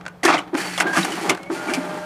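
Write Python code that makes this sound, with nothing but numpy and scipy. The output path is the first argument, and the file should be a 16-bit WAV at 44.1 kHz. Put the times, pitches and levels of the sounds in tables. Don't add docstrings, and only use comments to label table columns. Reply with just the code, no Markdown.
import sys
import numpy as np
from scipy import signal
from scipy.fft import rfft, irfft, next_fast_len
from scipy.io import wavfile

SR = 44100
rng = np.random.default_rng(int(sys.argv[2]) if len(sys.argv) > 2 else 0)


def gain_from_db(level_db):
    decades = np.asarray(level_db, float) / 20
    return 10 ** decades


def pcm_store(signal):
    levels = np.round(np.clip(np.atleast_2d(signal), -1, 1) * 32767)
    wavfile.write(sys.argv[1], SR, levels.astype(np.int16).T)


N = 90404


def rms_one(x):
    return x / np.sqrt(np.mean(x ** 2) + 1e-20)


def gain_over_time(rows):
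    s, db = np.transpose(rows)
    return gain_from_db(np.interp(np.arange(N) / SR, s, db))


def coloured(x, spectrum, skirt_db=24):
    hz, db = np.transpose(spectrum)
    size = next_fast_len(len(x) + 4096)
    octave = np.log2(np.arange(size // 2 + 1) * SR / size + 1)
    below = np.maximum(np.log2(hz[0]) - octave, 0)
    above = np.maximum(octave - np.log2(hz[-1]), 0)
    gain_db = np.interp(octave, np.log2(hz), db) - skirt_db * (below + above)
    return irfft(rfft(x, size) * gain_from_db(gain_db), size)[:len(x)]


def drift(rate_hz):
    r = np.exp(-2 * np.pi * rate_hz / SR)
    noise = rng.standard_normal(N + SR)
    return rms_one(signal.lfilter([1], [1, -2 * r, r * r], noise)[SR:])


def resonate(x, hz, width_hz):
    r = np.exp(-np.pi * width_hz / SR)
    poles = [1, -2 * r * np.cos(2 * np.pi * hz / SR), r * r]
    return signal.lfilter([(1 - r * r) / 2, 0, (r * r - 1) / 2], poles, x)


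def grains(size, per_s, spread_db):
    chance, strength, sign = rng.random((3, size))
    strength_db = spread_db * np.minimum(-np.log(strength + 1e-9), 4)
    return (chance < per_s / SR) * gain_from_db(strength_db) * np.sign(sign - .5) + 1e-9


def burst(rise_s, length_s, fall_s, size=6000):
    t = np.arange(size) / SR
    hold_s = np.clip(length_s, 0, .024)
    shape = np.minimum(t / rise_s, 1) * np.exp(-np.maximum(t - hold_s, 0) / fall_s)
    first_contact = 6.0 * (np.arange(size) == int(rise_s * SR))
    return shape * (grains(size, per_s=5000, spread_db=3.0) + first_contact)


def add(out, s, sound, db):
    i = int(s * SR)
    out[i:i + len(sound)] += (gain_from_db(db) * sound / np.abs(sound).max())[:len(out) - i]


def office(x):
    t60_s, wall_cut_hz = 0.25, 2800
    size = next_fast_len(N + SR)
    w = 2 * np.pi * np.arange(size // 2 + 1) / size
    dull = 1 / (1 + 1j * w * SR / (2 * np.pi * wall_cut_hz))
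    response = 0
    for k, lag_s in enumerate(rng.uniform(.008, 0.032, 8)):
        loop = gain_from_db(-60 * lag_s / t60_s) * dull * np.exp(-1j * w * lag_s * SR)
        response = response + (-1) ** k * loop / (1 - loop)
    return irfft(response * rfft(x, size), size)[:N]


def fan():
    # frequency in Hz, level in dB
    air_spectrum = [(30, -23), (100, -16.5), (150, -8), (300, -28), (450, -16), (1200, -25), (3000, -37.5),
                    (15800, -52)]
    air_db, blade_db = -50.5, -45
    blade_hz, blade_width_hz = 178.5, 7
    noise = rng.standard_normal((2, N))
    air = rms_one(coloured(noise[0], air_spectrum))
    blurred = resonate(resonate(noise[1], blade_hz, blade_width_hz), blade_hz, 21.0)
    steady = np.sin(2 * np.pi * blade_hz * np.arange(N) / SR)
    return gain_from_db(air_db) * air + gain_from_db(blade_db) * rms_one(.5 * rms_one(blurred) + steady)


def paper():
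    # time in seconds, level in dB
    slide = [(.5, -93), (.545, -52), (.58, -30), (.7, -32), (.77, -33), (.825, -28), (.845, -82),
             (.862, -57), (.87, -41), (.93, -37), (.97, -21), (1.05, -33), (1.075, -37.5), (1.125, -34),
             (1.3, -35), (1.34, -51), (1.49, -58.5), (1.52, -38), (2.05, -45)]
    # frequency in Hz, level in dB per Hz
    hiss_spectrum = [(1760, 5), (3000, -1), (3640, -8.5), (4430, -3), (4950, -6), (9910, -10),
                     (15800, -28.5)]
    fibres = grains(N, per_s=5400, spread_db=-1.0)
    hiss = rms_one(coloured(fibres, hiss_spectrum, skirt_db=10.0))
    moving = np.arange(N) > slide[0][0] * SR
    return gain_over_time(slide) * gain_from_db(1.2 * drift(13)) * hiss * moving


def motors():
    # start in
    # seconds, end in seconds, start pitch in Hz, end pitch in Hz, # roughness (radians of phase and share of
    whines = [(.859, .919, 1590, 1615, .2), (.912, .975, 1612, 1600, .4), (1.385, 1.456, 2160, 2200, .35),
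              (1.456, 1.497, 2215, 2235, .15), (.6, .77, 4570, 4500, 1.2), (.655, .775, 1985, 2015, .5),
              (1.545, 1.72, 1421, 1421, .3), (1.53, 1.69, 608, 608, .6), (1.69, 2.1, 608, 608, .25),
              (1.53, 2.1, 797, 797, .25), (1.55, 2.1, 1599, 1599, .3), (.803, .858, 1570, 1590, .3),
              (1.39, 1.5, 525, 575, .2), (1.13, 1.29, 14600, 14600, .6), (1.72, 2.1, 1195, 1195, .5),
              (1.72, 2.1, 1390, 1390, .6), (1.53, 2.1, 885, 885, .6), (1.75, 2.1, 13900, 13900, .8)]
    whine_db = [-24, -27, -49, -45, -48, -45, -39, -45, -38, -43, -45, -36, -47, -64, -46, -47, -46, -75]
    edge_s, wobble_hz = .006, 45
    t, out = np.arange(N) / SR, np.zeros(N)
    for (start, end, hz0, hz1, rough), db in zip(whines, whine_db):
        gate = np.clip(np.minimum(t - start, end - t) / edge_s, 0, 1)
        pitch = np.interp(t, [start, end], [hz0, hz1])
        phase = 2 * np.pi * np.cumsum(pitch) / SR + rough * drift(wobble_hz)
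        strength = 1 + rough * drift(wobble_hz)
        out += gain_from_db(db + 2.0) * gate * strength * np.sin(phase)
    return out


def housing(x, spread_db):
    # pitch in Hz, width in Hz, level in dB
    panels = [(772, 275, -3), (1000, 196, 0.5), (1200, 180, -5), (1614, 50, -11), (2120, 94, -13),
              (2776, 196, -5.5), (3200, 260, -9), (510, 90, -5)]
    draws_db = rng.normal(0, spread_db, len(panels))
    rings = 0
    for k, ((hz, width_hz, db), draw_db) in enumerate(zip(panels, draws_db)):
        rings = rings + (-1) ** k * gain_from_db(db + draw_db) * resonate(x, hz, width_hz)
    return rings + gain_from_db(-7) * resonate(x, 800, 1800)


def gears():
    # time in seconds, level in dB
    load = [(0, -48), (.23, -51.5), (.25, -21), (.39, -36.5), (.43, -42), (.525, -45.5), (.56, -28),
            (.77, -44), (.87, -27.5), (1.0, -38), (1.09, -29.5), (1.13, -31), (1.33, -27.5), (1.37, -42.5),
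            (1.49, -42.5), (1.53, -35.5), (1.75, -32.5), (2.05, -38)]
    # frequency in Hz, level in dB per Hz
    frame_spectrum = [(65, -78), (110, -13), (173, -1), (239, -4.5), (307, 6.5), (496, -3), (536, -5),
                      (803, 0), (4500, -29.5), (5850, -91), (9900, -120)]
    teeth = grains(N, per_s=2500, spread_db=2.0)
    body = rms_one(coloured(teeth, frame_spectrum)) + 0.19 * rms_one(housing(teeth, 0))
    return gain_over_time(load) * gain_from_db(2.83 * drift(12.3)) * rms_one(body)


def thumps():
    # start in seconds, peak in dB, pitch in Hz,
    # length in seconds
    pushes = [(0.234, -19.5, 305, 0.0082), (0.25, -8, 361, 0.0092), (0.298, -14, 338, 0.004),
              (0.338, -18.5, 305, 0.012), (0.531, -17, 344.6, 0.0096), (0.544, -15, 288, 0.013),
              (0.855, -16.5, 349, 0.008), (0.97, -14, 303, 0.0047), (0.983, -15, 334, 0.014),
              (1.044, -23.5, 320, 0.011), (1.119, -26.5, 322, 0.025), (1.209, -32, 320, 0.014),
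              (1.263, -25, 360, 0.0099), (1.326, -19.5, 336, 0.005), (1.499, -13.5, 327, 0.0105),
              (1.514, -20, 363, 0.0091), (1.689, -25.5, 258, 0.0043), (1.712, -17.5, 346, 0.014),
              (1.771, -19.5, 268.5, 0.017), (1.815, -45, 316, 0.0077)]
    # start in seconds, peak in dB, pitch in Hz, length in seconds
    shudders = [
        (.285, -34.5, 142, 0.027),
        (.335, -32, 160, .03),
        (0.975, -18.5, 178, 0.028),
    ]
    rise_s, fall_s, width_hz = .005, 0.009, 60
    overtone, overtone_db, rattle_db = 2.1, -15, -4
    out, t = np.zeros(N), np.arange(6000) / SR
    soft = signal.butter(2, 1400, fs=SR, output="sos")
    for s, db, hz, length_s in [*pushes, *shudders]:
        push = signal.sosfilt(soft, burst(rise_s, length_s, fall_s))
        shape = np.minimum(t / rise_s, 1) * np.exp(-np.maximum(t - length_s, 0) / fall_s)
        rock = shape * np.sin(2 * np.pi * hz * t)
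        low = resonate(resonate(push, hz, width_hz), hz, 0.2 * hz)
        rattle = low + gain_from_db(overtone_db) * resonate(push, overtone * hz, 2 * hz)
        add(out, s - .002, rms_one(rock) + gain_from_db(rattle_db) * rms_one(rattle), db + 1.0)
    return out


def snaps():
    # start in seconds, peak in dB, housing share in dB,
    # length in seconds, pitch of the panel struck in Hz
    contacts = [(0.231, -27, 11.5, 0.0044, 1930), (0.2335, -10, -3, 0.0031, 4670),
                (.239, -9, -0.5, 0.024, 1770), (0.251, -2, -6.5, 0.0061, 1370),
                (.2555, -27, 10.5, 0.012, 1870), (0.2773, -19.5, 11, 0.005, 2300),
                (0.28, -19.5, 16, 0.015, 1010), (0.288, -21, 12, 0.003, 1300),
                (0.2908, -16.5, 10.5, 0.011, 1210), (0.302, -27, 19, 0.0086, 810),
                (0.321, -30.5, 20.5, 0.03, 1255), (0.3268, -27, 17, 0.014, 2290),
                (0.34, -27, 18, 0.0089, 740), (0.352, -27, 11.5, 0.0065, 2270),
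                (0.367, -29.5, 12.5, 0.0052, 2060), (0.379, -16.5, 1.5, 0.0098, 3020),
                (0.387, -29.5, 11, 0.0041, 2290), (0.575, -20.5, -0.5, 0.0046, 2320),
                (0.7768, -9.5, 0, 0.002, 3360), (0.779, -14.5, -3.5, 0.0071, 2070),
                (0.784, -17.5, 4.5, 0.009, 980), (0.8014, -5, -4, 0.0059, 2080),
                (0.8059, -13, 10.5, 0.0034, 1550), (.815, -23.5, 11, 0.0093, 875),
                (0.8686, -20.5, 2.5, 0.0033, 1600), (0.932, -16.5, 1, 0.027, 1070),
                (0.955, -22, 5.5, 0.0092, 1600), (0.9654, -16, 4.5, 0.007, 1330),
                (0.972, -11.5, 5.5, 0.0046, 1310), (0.98, -11, -0.5, 0.011, 1050),
                (1.03, -23, 7.5, 0.0022, 3850), (1.047, -11, -3, 0.0052, 1510),
                (1.12, -17, -1, 0.0037, 3000), (1.292, -13.5, -1, 0.0064, 1244),
                (1.295, -3.5, -3, 0.006, 2180), (1.3, -18, 5, 0.0095, 2880), (1.308, -33, 0, 0.0052, 1210),
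                (1.678, -23.5, 1.5, 0.042, 2280), (1.696, -19, -1, 0.014, 1460),
                (1.736, -10, -3, 0.011, 2290)]
    # start in seconds, peak in dB, housing share in dB
    ticks = [(.010, -50.5, 18.5), (0.0532, -38, 12.5), (0.063, -28.5, 13.5), (0.067, -46, 5),
             (0.08, -23.5, 0), (0.543, -22.5, 0.5), (0.5499, -27, 13), (1.347, -27, -15), (1.349, -23, -1),
             (1.373, -26.5, -4), (1.3765, -28.5, 3.5), (1.431, -29, -13), (1.434, -30, 2)]
    # frequency in Hz, level in dB per Hz
    crack_spectrum = [(2500, -4.5), (3300, 4.5), (3800, -3), (4600, -0.5), (6000, -2), (10000, -7.5),
                      (13400, -18), (15800, -36)]
    tick_s, tick_panel_hz, tick_ping_hz = .0028, 1500, 4200
    rise_s, dull_per_share = .0008, 0.4
    struck_db, struck_width_hz = 9, 150
    out = np.zeros(N)
    panel = signal.butter(2, 6220, fs=SR, output="sos")
    high = signal.butter(4, 2400, "high", fs=SR, output="sos")
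    for s, db, share_db, length_s, hz in [*contacts, *[(*tick, tick_s, tick_panel_hz) for tick in ticks]]:
        hit = burst(rise_s, length_s, fall_s=max(length_s, tick_s))
        crack = coloured(hit, crack_spectrum)
        if length_s == tick_s:
            crack = crack + resonate(hit, tick_ping_hz, 210.0)
        dull_hz = min(10500 * gain_from_db(-dull_per_share * share_db), 16000)
        dull = signal.butter(2, dull_hz, fs=SR, output="sos")
        add(out, s, signal.sosfilt(np.vstack([high, dull]), crack), db)
        struck = gain_from_db(struck_db) * resonate(hit, hz, struck_width_hz)
        body = housing(hit, spread_db=2.5) + struck
        add(out, s, signal.sosfilt(panel, body), db + share_db - 0.5)
    return out


def ports(x):
    # frequency in Hz, level in dB per Hz
    rumble_spectrum = [(20, 0), (60, -2), (200, -15)]
    side_db, smear_s, rumble_db = -26, .006, -79.5
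    t = np.arange(1000) / SR
    smear = rng.standard_normal(len(t)) * np.exp(-t / smear_s)
    side = np.convolve(x, smear / np.linalg.norm(smear))[:N]
    low_pass = signal.butter(6, 13000, fs=SR, output="sos")
    high_pass = signal.butter(1, 400, "high", fs=SR, output="sos")
    side = signal.sosfilt(np.vstack([low_pass, high_pass]), side)
    rumble = gain_from_db(rumble_db) * rms_one(coloured(rng.standard_normal(N), rumble_spectrum))
    return (gain_from_db(side_db) * side + rumble) * np.array([[1], [-1]])


def scene():
    feeder = paper() + motors() + gears() + thumps() + snaps()
    feeder = signal.sosfilt(signal.butter(4, 125, "high", fs=SR, output="sos"), feeder)
    office_db = -18
    mid = feeder + gain_from_db(office_db) * office(feeder) + fan()
    return mid + ports(mid)


def band_limit(x):
    return signal.sosfilt(signal.butter(12, 15940, fs=SR, output="sos"), x)


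def record(dry):
    rounded = 1.663 * np.tanh(dry / 1.404)
    top_cut = signal.cheby2(20, 70, 15990, fs=SR, output="sos")
    return band_limit(signal.sosfilt(top_cut, rounded))


dry = scene()
out = record(dry)
pcm_store(out)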